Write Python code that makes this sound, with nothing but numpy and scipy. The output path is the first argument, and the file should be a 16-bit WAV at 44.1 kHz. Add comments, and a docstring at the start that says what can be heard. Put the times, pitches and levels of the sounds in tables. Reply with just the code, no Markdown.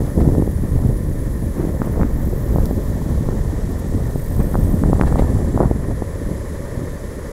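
"""An asphalt road past a grassy verge: a longboard rolls fast, heard by its rider.
Wind rumbles, flutters and pops at the microphone: filtered noise and showers of eddy pulses.
Wheels roar and ring as coloured noise; they cross a joint, swish over coarse patches and snap grit.
Insects sing in the grass: noise bands for the far chorus, rasping noise for katydids,
and sine tones for crickets, some sliding by with falling pitch."""
import sys
import numpy as np
from scipy import signal
from scipy.fft import rfft, irfft
from scipy.io import wavfile
from scipy.ndimage import uniform_filter1d

SR = 44100
rng = np.random.default_rng(int(sys.argv[2]) if len(sys.argv) > 2 else 0)


def wav_out(sig):
    """Save sig, one row per channel (or a flat mono array), as 16-bit PCM at SR to the path in sys.argv[1]."""
    wavfile.write(sys.argv[1], SR, np.round(np.clip(np.atleast_2d(sig).T, -1, 1) * 32767).astype(np.int16))


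N = 322812
T = np.arange(N) / SR  # s


def amp(db):
    """Decibels to gain."""
    return 10 ** (np.asarray(db) / 20)


def unit(x):
    """Scales to rms 1."""
    return x / np.sqrt(np.mean(x ** 2) + 1e-20)


def follow(rows):
    """The columns of a curve table, interpolated to every sample."""
    s, *columns = np.transpose(rows)
    return [np.interp(T, s, c) for c in columns]


def colour(points):
    """Gain of a (Hz, dB) spectrum at every FFT bin, interpolated over log frequency."""
    f, db = np.transpose(points)
    log_bins = np.log(np.fft.rfftfreq(N, 1 / SR) + 1)
    return amp(np.interp(log_bins, np.log(f), db))


def noise(gain):
    """Noise of rms 1 with the given gain per bin."""
    white = rng.standard_normal(N)
    return unit(irfft(rfft(white) * gain, N))


def wander(hz):
    """Random drift of rms 1, with a Gaussian roll-off of scale hz."""
    return noise(np.exp(-(np.fft.rfftfreq(N, 1 / SR) / hz) ** 2))


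def bell(s, half):
    """Bell envelope of height 1 centred on s."""
    return np.exp(-.5 * np.minimum(((T - s) / half) ** 2, 100))


def swells(rows):
    """A bell for each row (s, dB, half length s)."""
    return sum(amp(db) * bell(s, half) for s, db, half in rows)


def add(mix, s, sound):
    """Mixes a sound in, centred on s, or from time 0 if it would begin earlier."""
    first = max(round(s * SR) - len(sound) // 2, 0)
    part = mix[first:][:len(sound)]
    part += sound[:len(part)]


def eddy(t, hz):
    """Pressure of a vortex passing at t = 0: a push, then suction; peak 1, strongest at hz."""
    u = np.clip(2 * np.pi * hz * t, -10, 10)
    return -u * np.exp(.5 * (1 - u ** 2))


def shower(hz, per_s):
    """Eddies of one size arriving at random; rms 1."""
    arrivals = rng.standard_normal(N) * (rng.random(N) < per_s / SR)
    pulse = eddy(np.arange(-500, 501) / SR, hz)
    return unit(signal.oaconvolve(arrivals, pulse, "same"))


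def steadied(x):
    """Divides by the running rms over 79 ms: slow swells even out, fast flutter stays."""
    return x / np.sqrt(uniform_filter1d(x ** 2, size=3500) + 1e-3)


def wind_strength():
    """Airstream plus gusts and lulls in dB, for the large eddies and for the small ones."""
    # Each row: time in seconds, strength in dB.
    airstream = [(0.0, 4.5), (0.5, 1), (1.35, -1), (2.3, 1.5), (3.2, -0.5), (3.85, 0.5), (4.25, -1.5),
                 (4.7, 5.5), (5.2, 4), (5.7, 1.5), (6.1, -7.5), (6.65, -7), (7.32, -13)]
    # Each row: time in seconds, change for large eddies in dB, for small eddies in dB, half length in seconds.
    gusts = [(0.114, -12, -6.5, 0.029), (0.26, 1.5, 6.5, 0.075), (0.381, 2.5, 4, 0.026),
             (0.558, 0, -3, .03), (0.757, 7, 5.5, 0.023), (0.876, 8, 6.5, 0.055), (1.457, -1, -5.5, 0.036),
             (1.61, -0.5, 3, .035), (1.844, -1.5, 3, 0.063), (2.014, 6, 10.5, 0.03), (2.123, 4.5, -4, .035),
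             (2.563, 5.5, 5, 0.043), (3.143, 4.5, 3.5, 0.043), (3.808, -5, -4.5, 0.045),
             (4.003, -1, 4.5, 0.015), (4.267, -3.5, -9, 0.021), (4.392, 9, 7, 0.018), (5.63, 2.5, 8, 0.03),
             (5.903, 0, 10, 0.022), (6.302, 8.5, 7, 0.037), (6.81, -2, 12, 0.04)]
    stream_db, = follow(airstream)
    gust_db = sum(np.outer((large_db, small_db), bell(s, half)) for s, large_db, small_db, half in gusts)
    return stream_db + gust_db


def rumble(wind_db, level_db=-20.5, response=0.87, lump_db=1.65, lump_hz=13):
    """Large, slow eddies merge into a low, lumpy rumble."""
    # Rumble spectrum. Each row: frequency in Hz, gain in dB.
    spectrum = [(12, -9.5), (25, -1), (45, -1), (70, 0), (100, -4.5), (150, -10.5), (250, -31),
                (500, -65.5)]
    loudness_db = level_db + response * wind_db + lump_db * wander(lump_hz)
    return amp(loudness_db) * steadied(noise(colour(spectrum)))


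def flutter(wind_db, level_db=-25, tilt_db=-13.0, brighten=0.29, per_cycle=1.2, clump_db=2.0,
            low_hz=140, high_hz=430, lump_db=2.0, lump_hz=12):
    """Showers of smaller eddies; the harder the gust, the more the smallest ones gain."""
    gust_db = wind_db + lump_db * wander(lump_hz)
    slope_db = tilt_db + brighten * gust_db  # per octave
    air = 0
    for hz in np.geomspace(low_hz, high_hz, num=5):
        octaves = np.log2(hz / low_hz)
        air = air + shower(hz, per_cycle * hz) * amp(slope_db * octaves)
    clumped = air * amp(clump_db * wander(37))
    return amp(level_db + gust_db) * steadied(clumped)


def spatter(wind_db, level_db=-45, response=1.17, coarse_hz=480, fine_hz=760, fine_db=-5, per_s=700,
            clump_db=3, lump_db=3.0, lump_hz=7, pop_db=-2, pop_hz=420, pops_per_s=22):
    """Tiny eddies tear at the port in ragged clumps when the wind is strong; stray larger ones pop softly."""
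    # Spatter relative to the airstream. Each row: time in seconds, level in dB.
    balance = [(0.0, 2.5), (0.35, -9), (0.6, -9), (1.35, -12), (1.6, 2), (1.9, 1.5), (2.3, -4), (3.2, 4),
               (4.0, 2.5), (4.7, -1), (5.2, 1), (7.32, -9.5)]
    tiny = shower(coarse_hz, per_s) + amp(fine_db) * shower(fine_hz, per_s)
    clumped = steadied(tiny * amp(clump_db * wander(43)))
    air = amp(lump_db * wander(lump_hz)) * clumped + amp(pop_db) * shower(pop_hz, pops_per_s)
    return amp(level_db + follow(balance)[0] + response * wind_db) * air


def buffets(snap_db=0, thump_db=-4, push=0.17, thump_hz=200, steepen_db=-15, steepen_hz=1000, edge=3.5,
            crack_db=-16, crack_hz=6000):
    """A strong eddy pops: a tight core, pushing more than it sucks, inside a broader swirl."""
    # Strong eddies. Each row: time in seconds, snap in dB, snap pitch in Hz, thump before trim in dB.
    strong_eddies = [(0.1778, -15, 330, -7), (0.2072, -18, 570, -30), (0.217, -20, 480, -3),
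                     (0.2883, -14.5, 440, -18), (0.351, -19.5, 580, -31), (0.3825, -24, 330, -4.5),
                     (0.4236, -16, 466, -4), (0.4771, -17.5, 410, -10.5), (1.652, -22, 380, -9),
                     (1.8186, -12, 790, -8), (1.9797, -19, 420, -25), (2.0141, -18, 810, -10),
                     (2.033, -14.5, 910, -5), (2.5607, -9, 440, -18), (2.5852, -13, 483, -7),
                     (2.7114, -15.5, 440, -8), (3.2891, -16.5, 534, -9), (4.159, -17, 420, -16),
                     (4.3946, -23, 390, -17), (4.544, -15, 730, -11), (4.5548, -9, 610, -12),
                     (4.8375, -13, 745, -5), (4.8988, -17, 370, -10), (4.9315, -5.5, 520, -13),
                     (4.997, -10, 474, -24), (5.0127, -7, 1000, -1.5), (5.0231, -15, 700, -22),
                     (5.036, -11.5, 630, -22), (5.1256, -14, 690, -16), (5.1582, -9, 543, -14.5),
                     (5.1953, -16, 420, -3), (5.2223, -11.5, 450, -28), (5.5766, -7.5, 540, -33),
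                     (5.6047, -2, 485, -22), (5.6108, -7.5, 437, -11), (5.6306, -10, 410, -18),
                     (5.636, -13, 440, -9), (5.7135, -6.5, 345, -12), (6.0225, -12.5, 427, -11)]
    t, out = np.arange(-600, 601) / SR, np.zeros(N)
    for s, db, hz, swirl_db in strong_eddies:
        core = eddy(t, hz) + push * np.exp(-.5 * (2 * np.pi * hz * t) ** 2)
        crack = amp(steepen_db) * eddy(t, edge * hz) + amp(crack_db) * eddy(t, crack_hz)
        core += amp(db) * (hz / steepen_hz) ** 4 * crack  # the hardest, tightest ones steepen into a crack
        swirl = amp(swirl_db + thump_db) * eddy(t, thump_hz)
        add(out, s, amp(db + snap_db) * core + swirl)
    return out


def wheel_ring(ring_hz=1806, width_hz=156, peak_db=-3):
    """The broad resonance of a hard wheel, as a gain per bin."""
    hz = np.fft.rfftfreq(N, 1 / SR)
    return amp(peak_db) / np.hypot(1, 2 * (hz - ring_hz) / width_hz) ** 2


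def wheels(level_db=16, grain_db=1.0, turn_hz=33, turn_depth=0.032):
    """The grain of the asphalt shakes deck and wheels, a little harder once each turn."""
    # Louder as the board gathers speed. Each row: time in seconds, level before trim in dB.
    roll = [(0.0, -51.5), (1.0, -51.5), (2.1, -50.5), (4.1, -50.5), (7.32, -48)]
    # Roll spectrum. Each row: frequency in Hz, gain in dB.
    spectrum = [(60, 11), (200, 9), (320, 10), (420, 14.5), (490, 12.5), (570, 14.5), (740, -6),
                (1020, 2.5), (1300, -6), (1550, -8), (1950, -5.5), (2300, -13), (2750, -24.5), (5000, -29)]
    turns = np.cumsum(turn_hz * (1 + 0.0425 * wander(1.7))) / SR
    turning = 1 + turn_depth * np.sin(2 * np.pi * turns)
    loudness_db = level_db + follow(roll)[0] + grain_db * wander(50)
    return amp(loudness_db) * turning * noise(colour(spectrum) + wheel_ring())


def chorus(low_db=3.5, high_db=.8, sizzle_db=1, shimmer_db=0.68):
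    """Countless far insects blur into three shimmering bands of noise."""
    # Each row: time in seconds, then low voices, high voices and fine sizzle before trim in dB.
    levels = [(0.0, -53.5, -51, -52), (0.6, -57, -51.5, -53), (1.6, -55.5, -51.5, -53),
              (2.05, -56.5, -57, -53), (2.7, -54, -53.5, -51), (3.65, -53, -54.5, -56),
              (4.45, -54.5, -51.5, -53), (5.45, -53.5, -51, -58), (5.75, -56.5, -53.5, -61),
              (6.3, -54, -52, -61), (7.32, -54, -53.7, -61)]
    # Spectra of the three bands. Each row: frequency in Hz, gain in dB.
    low_voices = [(2000, -8.5), (2800, -6.5), (3300, -1.5), (3900, -2), (4400, -3), (5500, -1.5),
                  (6700, 0.5), (7600, 1), (8700, -4), (9500, -18), (12000, -44)]
    high_voices = [(8000, -45), (9000, -2.5), (9500, 3), (10100, 5), (11200, 3), (12000, 0), (12800, -17),
                   (16000, -25)]
    sizzle = [(8000, -26), (11000, -11), (12800, -3.5), (14300, -7), (15800, -9)]
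    voices = zip(follow(levels), (low_db, high_db, sizzle_db), (low_voices, high_voices, sizzle))
    return sum(amp(db + trim + shimmer_db * wander(50)) * noise(colour(band)) for db, trim, band in voices)


def chirps(level_db=0.0, half_s=0.022, width_hz=130):
    """Brief, narrow rasps from crickets close to the kerb: tone bursts roughened by fast drift."""
    # Each row: time in seconds, level in dB, pitch in Hz.
    calls = [(.04, -53, 10300), (.25, -60, 10200), (.39, -55, 9400), (.56, -53, 9600), (.71, -50, 9600),
             (.97, -51, 9550), (1.22, -51, 10040), (1.44, -53, 9900), (1.71, -54, 10550), (1.87, -55, 8830),
             (1.93, -53, 10550), (2.16, -52, 10520), (2.47, -55, 9900), (2.9, -52, 9780), (3.12, -52, 9780),
             (3.45, -56, 9760), (3.7, -58, 9750), (3.95, -62, 9700), (4.67, -55, 9550), (5.61, -52, 9560),
             (5.88, -55, 9520)]
    t, out = np.arange(-4000, 4001) / SR, np.zeros(N)
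    for s, db, hz in calls:
        envelope = np.exp(-.5 * (t / half_s) ** 2)
        tone = np.sqrt(2) * np.sin(2 * np.pi * hz * t)
        add(out, s, amp(db + level_db) * envelope * tone)
    return out * wander(width_hz)


def trill(s, db, hz, half, stroke_hz, doppler=.007, sag_hz=45, waver_hz=42, uneven_db=2.5, drift=0.0385):
    """Each closing of a cricket's wings sounds a short, sagging tone; the trill swells and sinks in passing."""
    stroke = np.cumsum(stroke_hz * (1 + drift * wander(7.3))) / SR % 1
    passing_hz = hz * (1 - doppler * np.tanh((T - s) / half))  # raised on approach, lowered behind
    pitch = passing_hz + sag_hz * (1 - 2 * stroke) + waver_hz * wander(94)
    pulses = amp(uneven_db * wander(18)) * np.sin(np.pi * stroke) ** 2
    tones = pulses * np.sin(2 * np.pi * np.cumsum(pitch) / SR)
    return amp(db) * bell(s, half) * unit(tones)


def passing_crickets():
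    """Trilling crickets slide by, each loudest when nearest."""
    # Each row: time when nearest in seconds, level in dB, pitch in Hz, half length in seconds, wing strokes in Hz.
    singers = [(0.55, -61.5, 8080, .8, 27.4), (4.68, -53.5, 8150, .62, 27.4), (5.329, -57, 7500, .35, 25.9)]
    return sum(trill(*row) for row in singers)


def road_marks(ring_db=8):
    """Coarse patches swish, rough places scrunch and ring the wheels; bright snaps sound as of grit."""
    # Rough asphalt and, front then rear, the joint.
    # Each row: time in seconds, level in dB, half length in seconds, wheel ring in Hz.
    joint = [(.213, -33, 0.011, 2000), (5.078, -28, 0.012, 1770), (5.194, -24, 0.009, 2110),
             (5.28, -37, 0.032, 1780)]
    # Swishes and grit snaps. Each row: time in seconds, level in dB, half length in seconds.
    swishes = [(.085, -42, 0.025), (1.61, -41, .035), (1.86, -41, .035), (4.408, -36, .008)]
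    grit = [(2.657, -32, .0013), (2.665, -45, 0.0011)]
    # Spectra. Each row: frequency in Hz, gain in dB.
    joint_spectrum = [(150, -30), (500, 15.5), (1200, 1), (1900, -12.5), (2800, -16), (4000, -14),
                      (6000, -23), (10000, -19), (16000, -27)]
    swish_spectrum = [(300, -25), (700, -2), (1150, -1), (1600, -9), (2600, -20), (6000, -45)]
    grit_spectrum = [(2000, -25), (3400, 2), (5000, 3), (7000, -2), (9000, -4), (11500, 4), (16000, -6)]
    scrunch = 0
    for s, db, half, hz in joint:
        ringing = colour(joint_spectrum) + amp(ring_db) * wheel_ring(hz)
        scrunch = scrunch + amp(db) * bell(s, half) * noise(ringing)
    swish = swells(swishes) * noise(colour(swish_spectrum))
    snaps = swells(grit) * noise(colour(grit_spectrum))
    return scrunch + swish + snaps


def katydids(level_db=-1, rise_s=.27, wing_hz=46.5, stroke_db=7, grain_db=2.0, uneven_db=1):
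    """A file scraped by the wing: a grainy rasp with each stroke, in long buzzes and single ticks."""
    # Each row: start in seconds, end in seconds, level before trim in dB, release in seconds.
    buzzes = [(1.98, 3.0, -49, .3), (3.97, 4.832, -46, 0.072)]
    # Each row: time in seconds, level in dB, half length in seconds.
    ticks = [(.52, -48, .006), (1.86, -42, .005), (1.922, -44, .006), (3.02, -52, .006), (3.105, -50, .007),
             (3.715, -48, .008), (3.795, -43, .007), (3.885, -50, .007)]
    # Rasp spectrum. Each row: frequency in Hz, gain in dB.
    spectrum = [(7000, -23), (10000, -10), (12200, -5.5), (13400, -4), (14400, 0), (15800, -14)]
    effort = 0
    for start, end, db, release in buzzes:
        ramps = np.minimum((T - start) / rise_s, (end - T) / release)
        effort = effort + amp(db) * np.clip(ramps, 0, 1)
    strokes = np.cumsum(wing_hz * (1 + 0.0246 * wander(3.8))) / SR
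    scraping = unit(amp(stroke_db * np.sin(2 * np.pi * strokes)))
    buzz = amp(level_db + uneven_db * wander(8)) * effort * scraping
    rasp = unit(noise(colour(spectrum)) * amp(grain_db * wander(400)))
    return (buzz + swells(ticks)) * rasp


def scene():
    """Wind, board and insects at one microphone."""
    large_db, small_db = wind_strength()
    wind = rumble(large_db) + flutter(small_db) + spatter(small_db) + buffets()
    insects = chorus() + chirps() + passing_crickets() + katydids()
    return (wind + wheels() + road_marks() + insects)[None]


def record(dry, ceiling=0.93, edge_hz=15750):
    """The microphone passes no steady pressure; its input clips at the ceiling; a low-pass limits the band."""
    coupled = signal.lfilter(*signal.butter(1, 5, "highpass", fs=SR), dry)
    fade = np.minimum(np.minimum(T, T[-1] - T) / .004, 1)  # 4 ms at each end
    clipped = fade * np.clip(coupled, -ceiling, ceiling)
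    lowpass = signal.firwin(801, edge_hz, window=("kaiser", 9), fs=SR)
    return signal.oaconvolve(clipped, lowpass[None], "same")


dry = scene()
out = record(dry)
wav_out(out)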